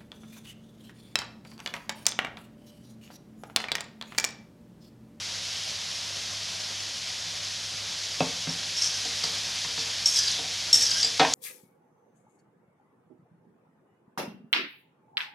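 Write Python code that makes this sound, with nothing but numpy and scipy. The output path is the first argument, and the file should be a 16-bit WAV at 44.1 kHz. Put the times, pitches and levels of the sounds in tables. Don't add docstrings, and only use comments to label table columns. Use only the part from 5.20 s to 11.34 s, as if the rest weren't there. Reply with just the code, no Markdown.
import sys
import numpy as np
from scipy import signal
from scipy.io import wavfile
from scipy.ndimage import uniform_filter1d, minimum_filter1d

SR = 44100
rng = np.random.default_rng(int(sys.argv[2]) if len(sys.argv) > 2 else 0)


def decibels_to_gain(level_db):
    exponent = np.asarray(level_db, float) / 20
    return 10 ** exponent


def store_wav(level_fs):
    pcm = np.round(np.clip(np.atleast_2d(level_fs), -1, 1) * 32767)
    wavfile.write(sys.argv[1], SR, pcm.T.astype(np.int16))


N = 270774


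def evened(x):
    return x / np.sqrt(np.mean(x ** 2) + 1e-20)


def read(points, hz):
    f, value = np.transpose(points)
    return np.interp(np.log(hz + 1), np.log(f + 1), value)


def coloured(x, points):
    gain_db = read(points, abs(np.fft.fftfreq(8192, 1 / SR)))
    log_gain = np.log(decibels_to_gain(np.maximum(gain_db, -100)))
    taps = np.fft.ifft(np.exp(np.conj(signal.hilbert(log_gain)))).real[:4096]
    return signal.oaconvolve(x, taps / np.linalg.norm(taps))[:N]


def ring(x, hz, width):
    pole = np.exp((2j * np.pi * hz - np.pi * np.clip(width, 3, 2000)) / SR)
    return signal.lfilter([1], [1, -pole], x + 0j).imag


def glide(x, hz, width):
    turn = np.exp(2j * np.pi * np.cumsum(hz) / SR)
    r = np.exp(-np.pi * width / SR)
    return 2 * (turn * signal.lfilter([1 - r], [1, -r], x / turn)).real


def grit(per_s, spread_db):
    size = decibels_to_gain(spread_db * np.minimum(rng.exponential(1, N), 5)) * rng.choice([-1., 1.], N)
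    return evened(size * (rng.random(N) < per_s / SR))


def drift(seconds):
    size = max(int(seconds * SR), 2)
    return evened(uniform_filter1d(uniform_filter1d(rng.standard_normal(N), size), size))


def sizzle_level_db():
    # (time [s], level [dB])
    heat = [
        (0.0, -32),
        (2.44, -32.5),
        (3.38, -31),
        (4.1, -29.5),
        (4.9, -30),
        (5.2, -30),
        (6.14, -29),
    ]
    return np.interp(np.arange(N) / SR, *np.transpose(heat))


def sizzle(level_db):
    # (frequency [Hz], level [dB per Hz])
    fizz = [(600, -41), (1000, -18), (1330, -19), (1690, -8), (2450, -4.5), (2850, -4), (3190, 0),
            (4300, 0), (5250, 1), (6420, -3), (8330, -16), (10900, -19), (13000, -35.5), (15600, -39)]
    bursts = evened(0.99 * rng.standard_normal(N) + 0.5 * grit(per_s=2500, spread_db=2.5))
    gusts_db = 0.44 * drift(0.022) + 0.083 * drift(0.1)
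    return decibels_to_gain(level_db - 1.9) * coloured(bursts * decibels_to_gain(gusts_db), fizz)


def strokes():
    # (time [s], pressure [dB], pitch favoured by the blade's place [Hz], flexing [Hz])
    scrapes = [
        [(3.545, -46, 5450, 1680), (3.57, -40, 5480, 1740), (3.63, -30, 5480, 1740), (3.72, -38.5, 5280, 1690),
         (3.78, -36.5, 5040, 1560), (3.9, -56, 4500, 1560)],
        [(4.034, -29.5, 4640, 1700), (4.085, -43, 4560, 1680), (4.16, -41, 3700, 1710)],
        [(4.56, -45, 4500, 1700), (4.605, -33.5, 4560, 1760), (4.64, -58, 4600, 1750)],
        [(4.855, -21, 5480, 1690), (4.875, -29.5, 5480, 1660), (4.92, -34, 5430, 1650),
         (4.955, -29, 5480, 1670), (4.975, -25.5, 4780, 1720), (5.01, -32.5, 4770, 1730),
         (5.07, -33.5, 4770, 1640), (5.11, -33, 4130, 1790), (5.22, -47.5, 3700, 1760)],
        [(5.527, -20.5, 5480, 1800), (5.545, -23, 5480, 1820), (5.58, -31.5, 5480, 1850),
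         (5.64, -27, 5400, 1860), (5.69, -31.5, 4700, 1640), (5.75, -32, 5100, 1540), (5.815, -32, 5350, 1740),
         (5.845, -35, 4770, 1750), (5.92, -46, 4770, 1780)],
    ]
    sheen_start_db, sheen_per_db, sheen_fade_db_per_s, sheen_least_db = -13.5, 0.93, 70, -24
    flex_from_db, flex_to_db, flex_after_s, flex_rise_s = -26, -18, 0.18, 0.02
    t = np.arange(N) / SR
    pressure = np.zeros(N)
    # place [Hz], flexing [Hz], sheen [dB], flexing [dB]
    controls = np.outer([5400., 1700., -13.0, -29.], np.ones(N))
    for rows in scrapes:
        s, db, place_hz, flex_hz = np.transpose(rows)
        on = (t > s[0]) & (t < s[-1])
        age = t[on] - s[0]
        pressure[on] = decibels_to_gain(np.interp(t[on], s, db)) * signal.windows.tukey(on.sum(), 0.06)
        landing_db = sheen_per_db * (db[0] + 27.5) * np.exp(-age / 0.08)
        dulling_db = sheen_fade_db_per_s * np.maximum(age - 0.08, 0)
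        sheen_db = np.maximum(sheen_start_db + landing_db - dulling_db, sheen_least_db)
        load_s = min(flex_after_s, (s[-1] - s[0]) / 3)
        loaded = 1 / (1 + np.exp((load_s - age) / flex_rise_s))
        flex_db = flex_from_db + (flex_to_db - flex_from_db) * loaded
        controls[:, on] = [np.interp(t[on], s, place_hz), np.interp(t[on], s, flex_hz), sheen_db, flex_db]
    return pressure, controls


def edge_slips(centre_hz, sheen_db):
    # (time [s], peak [dB], favoured pitch [Hz])
    slip_events = [(3.2924, -24, 5420), (3.567, -18.5, 5550), (3.5844, -20.5, 5370), (3.6197, -20, 5430),
                   (3.6313, -18, 5600), (3.6425, -13, 5600), (3.66, -22, 5460), (3.8501, -16.5, 3730),
                   (4.0382, -15, 4580), (4.5794, -24, 4620), (4.8574, -9.5, 5640), (4.8654, -14, 5700),
                   (4.9573, -17, 5560), (4.9864, -13, 5500), (5.0325, -16, 4770), (5.0598, -17, 4770),
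                   (5.0809, -12, 4600), (5.1144, -18, 6130), (5.1887, -19, 3850), (5.5288, 3.5, 5370),
                   (5.5425, -6, 5500), (5.6236, -9, 5930), (5.6647, -16, 5200), (5.7064, -11, 5230),
                   (5.81, -15, 5450), (5.8288, -7.5, 4600), (5.846, -10, 4700), (6.1364, -1, 4410)]
    tick_db, tick_per_db, dull_sheen_db = -34.0, 1.01, -24
    slips, ticks = np.zeros((2, N + 400))
    slip_hz = centre_hz.copy()
    u = np.arange(400) / 36.0
    skids = rng.standard_normal((len(slip_events), 400)) * u * np.exp(1 - u)
    for (s, db, hz), skid in zip(slip_events, skids):
        at = round(s * SR) - 20
        shine_db = tick_per_db * (sheen_db[at + 20] - dull_sheen_db)
        slips[at:at + 400] += decibels_to_gain(db - 11.0) * skid
        ticks[at:at + 400] += decibels_to_gain(db + tick_db + shine_db) * skid
        slip_hz[at:at + 400] = hz
    return slips[:N], ticks[:N], slip_hz


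def favoured(hz, centre_hz, octaves):
    return 0.13 + np.exp(-(np.log2(hz / centre_hz) / octaves) ** 2)


def spatula():
    # (frequency [Hz], width [Hz], level [dB])
    blade_modes = [(3243, 78, 1.5), (3700, 51, -8), (4560, 720, -0.5), (4770, 58, -2), (5140, 160, -10),
                   (5360, 140, -4.5), (5510, 83, -1), (5880, 33, -9.5), (6460, 98, -5), (6780, 99, 2.5),
                   (7400, 50, 0), (7630, 45, 1), (8940, 120, -30), (10170, 97, -8), (10230, 85, -6.5)]
    # (favoured pitch [Hz], level [dB])
    ring_at = [(4500, -1), (4770, 1.5), (5050, -8), (5480, -1)]
    # (frequency [Hz], level [dB per Hz])
    sheen_colour = [(5000, -23.5), (7000, 13), (8500, 3.5), (9300, -8), (11000, -1), (13000, -19),
                    (15600, -20.5)]
    # (frequency [Hz], level [dB])
    microphone = [(800, -6), (2500, -0.5), (6000, 3.5), (7500, -1), (10000, 1.5), (13000, -11),
                  (15600, -14)]
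    pressure, (centre_hz, flex_hz, sheen_db, flex_db) = strokes()
    slips, ticks, slip_hz = edge_slips(centre_hz, sheen_db)
    drag = pressure * decibels_to_gain(2.1 * drift(0.0037)) * grit(per_s=4000, spread_db=-1.0)

    rasp = decibels_to_gain(5.0) * glide(glide(drag + 0.49 * slips, slip_hz, 2000.0), slip_hz, 2500.0)
    sheen = coloured(decibels_to_gain(sheen_db + 6.5) * drag + ticks, sheen_colour)
    flex_drive = decibels_to_gain(flex_db + 22.5) * drag
    flexing = 1.34 * glide(flex_drive, flex_hz, 42.0) + 1.47 * glide(flex_drive, 2 * flex_hz, 110.0)

    blade = rasp + flexing
    ring_db = read(ring_at, centre_hz)
    for k, (hz, width, db) in enumerate(blade_modes):
        rub = decibels_to_gain(4.5 + ring_db) * np.sqrt(width / SR) * drag * favoured(hz, centre_hz, 0.057)
        kick = 0.18 * slips * favoured(hz, slip_hz, 0.098)
        blade += (-1) ** k * decibels_to_gain(db) * ring(rub + kick, hz, width)
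    return decibels_to_gain(1.5) * coloured(blade, microphone) + sheen


def knocks():
    # (time [s], blow [dB], steel ring against thud [dB], crack against thud [dB], length [ms])
    blows = [(3.0051, -17, -17, -14, 0.21), (3.2718, -15.5, -11, -19, 2.1), (3.291, -31.5, -19, -28, 0.56),
             (3.85, -43.5, 7, -10, 0.33), (4.038, -32.5, -2, 3, 0.73), (4.447, -34.5, -4, 4, 1),
             (4.579, -35.5, 3.5, 5.5, 0.75), (5.188, -40.5, 5, 6, 0.33), (5.239, -40, -1, -10, 0.19),
             (5.531, -41, 4, -10, 0.35), (5.84, -39, 4.5, 0, 0.51), (5.9958, -29, 13.5, 18, 0.23),
             (6.0018, -26.5, 8, 15.5, 0.31), (6.0071, -29.5, 13.5, 3, 0.17), (6.0164, -33, 17, -5, 0.16),
             (6.031, -41, 6, 18, 0.14), (6.049, -37, 9, 17.5, 0.14)]
    # (frequency [Hz], width [Hz], level [dB])
    thud_modes = [(160, 25, -5.5), (258, 24, -3.5), (314, 42, -10.5), (402, 50, -12), (550, 126, 7),
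                  (734, 65, 2), (890, 87, -3), (1090, 69, -5), (1280, 160, -2), (1440, 93, -8),
                  (2586, 134, 11), (4500, 740, 11)]
    # (frequency [Hz], width [Hz], level [dB])
    bowl_modes = [(264.3, 17.5, -3.5), (309.4, 24, -5.5), (464, 6.1, -4.5), (557, 63, -2), (650.4, 17, -6),
                  (716, 21, -4.5), (782, 25, 0), (1113, 28, -10.5), (1310, 34, -20), (1553, 18, -2.5),
                  (1820, 23, -2), (1970, 24, -16), (2010, 49, -17), (2525, 50, 6.5), (3140, 68, 1.5),
                  (3390, 60, 7), (3450, 30, -17), (3630, 30, 4)]
    # (frequency [Hz], level [dB per Hz])
    crack_colour = [(530, -39), (900, -4.5), (1650, -8), (1790, -6.5), (2770, -8.5), (3330, -7.5),
                    (3610, -5), (5780, -13), (14000, -52)]
    damping = 1.02
    thud, steel, crack = np.zeros((3, N))
    splinters = rng.standard_normal((len(blows), 600)) * np.exp(-np.arange(600) / 180.0)
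    for (s, db, ring_db, crack_db, ms), burst in zip(blows, splinters):
        at = round(s * SR)
        u = np.arange(600) / (max(ms, 0.03) * SR / 1000)
        push = u * np.exp(-2 * u)
        push /= push.sum()
        thud[at:at + 600] += decibels_to_gain(db) * push
        steel[at:at + 600] += decibels_to_gain(db + ring_db) * push
        crack[at:at + 600] += decibels_to_gain(db + crack_db) * burst
    out = coloured(crack, crack_colour)
    for k, (hz, width, db) in enumerate(thud_modes):
        out += (-1) ** k * decibels_to_gain(db) * ring(thud, hz, width)
    for k, (hz, width, db) in enumerate(bowl_modes):
        out += (-1) ** k * decibels_to_gain(db - 1.5) * ring(steel, hz, damping * width)
    low_cut = signal.butter(3, 130, "high", fs=SR, output="sos")
    return signal.sosfilt(low_cut, out)


def stove_air(level_db):
    # (frequency [Hz], level [dB per Hz])
    stove = [(15, -37), (30, -22), (55, -7.5), (80, -6.5), (124, -11), (161, -4.5), (260, -10),
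             (350, -13.5), (640, -6.5), (885, -10), (1600, -9), (2100, -36.5)]
    stove_db, rest_db, rustle_per_db = -49.5, -32, 0.8
    flutter = rng.standard_normal(N) * decibels_to_gain(1.15 * drift(0.027))
    return decibels_to_gain(stove_db + rustle_per_db * (level_db - rest_db)) * coloured(flutter, stove)


def hum():
    # (frequency [Hz], level [dB])
    tones = [
        (100, -55),
    ]
    t = np.arange(N) / SR
    return sum(np.sqrt(2) * decibels_to_gain(db + 1.3 * drift(0.04)) * np.sin(2 * np.pi * hz * t) for hz, db in tones)


def kitchen(x):
    # (frequency [Hz], time to fall 60 dB [s])
    decay = [(150, 0.3), (700, 0.29), (3000, 0.2), (9000, 0.15)]
    taps = np.zeros(SR // 2)
    at = np.arange(120, SR // 2 - 20, 20)
    taps[at + rng.integers(0, 20, len(at))] = rng.choice([-1., 1.], len(at))
    hz, t, z = signal.stft(taps, SR, nperseg=256)
    fade = decibels_to_gain(-60 * t / read(decay, hz)[:, None])
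    tail = signal.istft(z * fade, SR, nperseg=256)[1]
    return signal.fftconvolve(x, tail / np.linalg.norm(tail))[:N]


def spread(mono):
    # (time [s], centre [Hz])
    moments = [(0.24, 8700), (1.42, 6500), (1.61, 6200), (2.19, 5430), (2.58, 5100), (2.75, 8900),
               (2.86, 7100), (3.96, 8950), (4.0, 9200), (5.489, 5440), (5.74, 5500), (0.24, 11000),
               (0.98, 13100), (2.19, 9500), (2.75, 13000), (2.86, 9700), (3.96, 12400), (4.81, 11900),
               (5.51, 11000)]
    octaves = 0.17
    side, size = np.zeros(N), round(0.046 * SR)
    for s, hz in moments:
        at = round(s * SR) - size // 2
        edges_hz = hz * 2. ** (octaves * np.array([-1, 1]))
        band = signal.butter(6, edges_hz, "band", fs=SR, output="sos")
        earlier = signal.sosfilt(band, mono[at - 2 * size:at])[size:]
        side[at:at + size] += earlier * np.hanning(size)
    return decibels_to_gain(-2) * np.array([side, -side])


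def scene():
    level_db = sizzle_level_db()
    food = sizzle(level_db) + stove_air(level_db)
    blade = spatula()
    pan = knocks()
    echo = kitchen(decibels_to_gain(-13.5) * food + decibels_to_gain(-6.5) * blade + decibels_to_gain(-4.5) * pan)
    mono = 0.97 * food + blade + pan + hum() + echo
    return np.array([mono, mono])


def roll_off(x):
    return signal.sosfilt(signal.butter(12, 15390, fs=SR, output="sos"), x)


def record(dry):
    limit_db, look_ahead_s, edge_hz = -8.5, 0.0079, 15500
    size = round(look_ahead_s * SR)
    peak_db = 20 * np.log10(abs(dry).max(0) + 1e-9)
    room_db = np.minimum(limit_db - peak_db, 0)
    turn_down_db = 0.39 * uniform_filter1d(minimum_filter1d(room_db, 2 * size), size)
    limited = (dry + spread(dry[0])) * decibels_to_gain(turn_down_db)
    low_pass = signal.firwin(511, edge_hz, window=("kaiser", 9), fs=SR)
    return roll_off(signal.oaconvolve(limited, low_pass[None], "same"))


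dry = scene()
out = record(dry)
store_wav(out)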